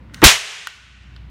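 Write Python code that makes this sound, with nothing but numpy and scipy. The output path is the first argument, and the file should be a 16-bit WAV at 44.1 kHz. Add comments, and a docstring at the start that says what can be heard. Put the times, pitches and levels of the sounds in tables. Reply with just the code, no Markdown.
"""A toy cap gun is fired close to the microphone in a bare, hard room.
Over a low hum, a hand shifts on the grip and the trigger ticks and rubs. The spring lets go and
shakes the plastic body, then the cap cracks, overloading the recorder. Gain control ducks the
ringing room and creeps back. The trigger clacks home, the hum swells as the gun is raised,
and a few faint ticks follow."""
import sys
import numpy as np
from scipy import signal
from scipy.fft import rfft, irfft
from scipy.io import wavfile

SR = 44100
rng = np.random.default_rng(int(sys.argv[2]) if len(sys.argv) > 2 else 0)


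def generate_wav(signal):
    """Clip the signal to [-1, 1] and save it as 16-bit WAV at the path in sys.argv[1]."""
    frames = np.transpose(np.atleast_2d(signal))
    scaled = np.clip(frames, -1, 1) * 32767
    pcm = np.round(scaled).astype(np.int16)
    wavfile.write(sys.argv[1], SR, pcm)


N = 57330
TIME = np.arange(N) / SR
RELEASE_S, FIRE_S = .2185, .2401  # cues: the spring lets go, the cap fires


def amp(db):
    return 10 ** (np.asarray(db) / 20)


def unit_rms(x):
    return x / np.sqrt(np.mean(x ** 2) + 1e-20)


def curve_at(points, hz):
    """Reads a table on a log-frequency axis."""
    f, value = np.transpose(points)
    return np.interp(np.log(hz + 1), np.log(f + 1), value)


def noise(colour):
    """Noise of rms one, shaped by an EQ curve."""
    eq = amp(curve_at(colour, np.fft.rfftfreq(N, 1 / SR)))
    return unit_rms(irfft(rfft(rng.standard_normal(N)) * eq, N))


def since(s):
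    """Seconds since s, zero before it."""
    return np.maximum(TIME - s, 0)


def ramp(s, length_s):
    return np.clip(since(s) / length_s, 0, 1)


def fade(t, t60):
    """Falls by 60 dB in t60."""
    return np.exp(-np.log(1000) * t / t60)


def burst(s, decay):
    """A hard attack at s and an exponential fall."""
    return (TIME >= s) * np.exp(-since(s) / decay)


def ring(modes, s):
    """Damped sines struck together at s."""
    t = since(s)
    return sum(amp(db) * fade(t, t60) * np.sin(2 * np.pi * hz * t) for hz, db, t60 in modes)


# EQ of the room's steady air: f/Hz, level/dB
AIR_EQ = [(20, -35), (45, -8.5), (70, 4), (110, 6), (200, -3), (300, -9), (420, -21.5), (1000, -20.5),
          (2000, -21.5), (4000, -32.5), (5500, -41.5), (9000, -50.5), (16000, -54.5)]

def room_tone():
    """A bed of room noise, and a low hum that swells as the gun is raised."""
    hum_hz, hum_db, swell_db = 60.4, -45.5, 5.5
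    raised = ramp(.747, length_s=.031)
    hum = unit_rms(np.sin(2 * np.pi * (hum_hz * TIME + rng.random())))
    return amp(hum_db + swell_db * raised) * hum + amp(-44) * noise(AIR_EQ)


# EQ of the hand shifting on the grip: f/Hz, level/dB
GRIP_EQ = [(30, -22.5), (100, -1.5), (290, 1.5), (400, -16.5), (520, -6), (720, -25), (1000, -9.5),
           (1400, -37.5), (16000, -69)]
# EQ of the trigger's friction: f/Hz, level/dB
RUB_EQ = [(200, -16), (700, -10), (1600, 8.5), (3000, -2), (6000, -12), (10000, -19.5), (16000, -36.5)]

def hand():
    """The hand shifts on the grip and the squeezed trigger rubs until the spring lets go."""
    grip = amp(-50) * noise(GRIP_EQ)
    rub = amp(-51.5) * ramp(.11, length_s=.06) * noise(RUB_EQ)
    return (grip + rub) * fade(since(RELEASE_S), t60=.1)


# Reverb time of the bare room: f/Hz, t60/s
ROOM_DECAY = [(100, .45), (400, 0.76), (1200, 0.88), (2500, 0.97), (5000, 0.82), (9000, 0.72),
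              (16000, 0.37)]

def room_tail(x, start):
    """From start on, each band dies at the room's own speed."""
    hz, t, bands = signal.stft(x, SR, nperseg=256, noverlap=192)
    bands = bands * fade(np.maximum(t - start, 0), curve_at(ROOM_DECAY, hz)[:, None])
    return signal.istft(bands, SR, nperseg=256, noverlap=192)[1][:N]


# Cue list of the mechanism's clicks:
# t/s, snap level/dB, snap decay/s, snap centre f/Hz, snap width/octaves, ring level/dB, reverb send/dB
CLICK_CUES = [(0.0972, -52.5, .002, 2030, 0.2, -45, 1), (0.1387, -43.5, 0.0018, 4450, 1.2, -37.5, 7),
              (.1440, -28.5, 0.0028, 3500, 1.15, -39, -14), (0.218, -21, 0.0024, 3600, 0.83, -53, 1),
              (0.6714, -9, 0.0019, 3230, 1.5, -0.5, -15), (1.037, -68, 0.0031, 8540, .5, -57, -5),
              (1.11, -77, 0.0017, 7200, .3, -46, -9), (1.1633, -37.5, 0.002, 3600, .4, -40, -12)]
# Modes of the plastic shell: f/Hz, level/dB, t60/s
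SHELL_MODES = [(1494, -0.5, 0.019), (1290, -18, 0.01449), (1850, -6, .022), (2820, -12, 0.028),
               (3030, -15, .03), (4227, -31.5, 0.015)]

def mechanism():
    """Each click is a short snap that rings the plastic shell, too small for bass; the room answers."""
    low_cut_hz, wall_delay_s = 937, .0079
    low_cut = signal.butter(4, low_cut_hz, "high", fs=SR, output="sos")
    reverb = room_tail(rng.standard_normal(N), 0) * (TIME > wall_delay_s)
    reverb /= np.linalg.norm(reverb)
    out, freqs = np.zeros(N), np.geomspace(50, 18000, 40)
    for s, snap_db, decay, centre_hz, octaves, ring_db, send_db in CLICK_CUES:
        bell_db = -30 * np.log10(1 + (np.log2(freqs / centre_hz) / octaves) ** 2)
        snap = amp(snap_db) * burst(s, decay) * noise(np.c_[freqs, bell_db])
        click = signal.sosfilt(low_cut, snap + amp(ring_db) * ring(SHELL_MODES, s))
        out += click + amp(send_db) * signal.fftconvolve(click, reverb)[:N]
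    return out


# EQ of the spring's slide up to the cap: f/Hz, level/dB
SCRAPE_EQ = [(100, -7.5), (320, -1), (520, -10.5), (1200, -3.5), (3000, -13.5), (4500, -30.5), (9000, -41),
             (16000, -46)]
# Hits of the spring on the gun's body: t/s, level/dB
SPRING_HITS = [(0.2273, -9), (0.2334, -1.5)]
# Low modes of the hollow body: f/Hz, level/dB, attack/s, t60/s
BODY_MODES = [(311.7, 6.5, 0.0021, .08), (364.8, 3.5, 0.0032, 0.088), (216.5, 3, 0.0032, 0.11),
              (129.3, 9, 0.014, 0.11)]

def spring():
    """The freed spring scrapes ever louder towards the cap and thumps the hollow body."""
    start_db, rise_db = -25, 25
    travel = ramp(RELEASE_S, FIRE_S - RELEASE_S)
    crescendo = (TIME > RELEASE_S) * amp(start_db + rise_db * travel)
    out = crescendo * fade(since(FIRE_S), t60=.12) * noise(SCRAPE_EQ)
    for s, hit_db in SPRING_HITS:
        t = since(s)
        for hz, db, attack, t60 in BODY_MODES:
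            envelope = (1 - np.exp(-t / attack)) * fade(t, t60)
            out += amp(hit_db + db) * envelope * np.sin(2 * np.pi * hz * t)
    return out


# EQ of the cap's dry crack: f/Hz, level/dB
CRACK_EQ = [(60, -11), (300, -8), (1000, -9), (2500, 0), (5000, -8.5), (9000, -16), (16000, -19)]
# EQ of the room's answer to the cap: f/Hz, level/dB
REFLECTION_EQ = [(60, -18.5), (270, -26.5), (400, -11.5), (700, -9.5), (1200, -5.5), (2000, -1.5),
                 (2800, 0.5), (4500, -5), (6500, -5), (9000, -12), (12000, -18.5), (16000, -21.5)]

def cap():
    """A crack, a few slow swings of recoil, dense early reflections and the long ring of the room."""
    crack = amp(15.5) * burst(FIRE_S, decay=.006) * noise(CRACK_EQ)
    recoil_s, recoil_hz, rise_s, width_s = .2455, 56.1, .014, .011
    t = since(recoil_s)
    recoil = amp(3.5) * np.exp(-((t - rise_s) / width_s) ** 2) * np.sin(2 * np.pi * recoil_hz * t)
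    early = fade(since(FIRE_S), t60=.23) * noise(REFLECTION_EQ)
    late = amp(4) * room_tail(noise(REFLECTION_EQ), FIRE_S)
    return crack + recoil + (TIME >= FIRE_S) * (early + late)


# Low standing waves of the room: f/Hz, level/dB, t60/s
ROOM_MODES = [(136, -22.5, 0.51), (183, -29, .7), (418, -22.5, 0.94), (648.3, -16.5, .6), (59.4, -22, 0.79)]

def standing_waves():
    """The bang leaves a few low notes hanging between the walls."""
    return ring(ROOM_MODES, FIRE_S)


def scene():
    """The mono mix at the microphone."""
    return (room_tone() + hand() + mechanism() + spring() + cap() + standing_waves())[None]


def ducking(x, threshold_db, duck_db_per_s, hold_s, recover_db_per_s, hop=64):
    """Decibels of gain reduction: grows steadily while the sound is loud, holds, then shrinks again."""
    t = TIME[::hop]
    power = signal.lfilter(np.ones(hop * 4) / (hop * 4), 1, x ** 2)[::hop]
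    level_db = 10 * np.log10(abs(power) + 1e-12)
    loud = .5 + .5 * np.tanh(level_db - threshold_db)  # soft knee
    quiet_s = t - np.maximum.accumulate(t * (loud > .5))
    recovering = np.clip((quiet_s - hold_s) / .01, 0, 1)
    total_db = np.cumsum(loud * duck_db_per_s - recovering * recover_db_per_s) * hop / SR
    return np.interp(TIME, t, total_db - np.minimum.accumulate(total_db))  # recovery stops at unity gain


# Gain control, short hold then long hold: threshold/dB, ducking/(dB/s), hold/s, recovery/(dB/s)
DUCK_STAGES = [(-8, 34, 0.005, 36), (-6, 98.5, 0.41, 40.5)]

def record(dry):
    """Gain control too slow for the crack, hard clipping, then a high cut."""
    ceiling, high_cut_hz = .89, 15950
    gain = amp(-sum(ducking(dry[0], *stage) for stage in DUCK_STAGES))
    clipped = np.clip(dry * gain, -ceiling, ceiling)
    high_cut = signal.firwin(255, high_cut_hz, window=("kaiser", 8), fs=SR)
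    return signal.oaconvolve(clipped, high_cut[None], "same")


dry = scene()
out = record(dry)
generate_wav(out)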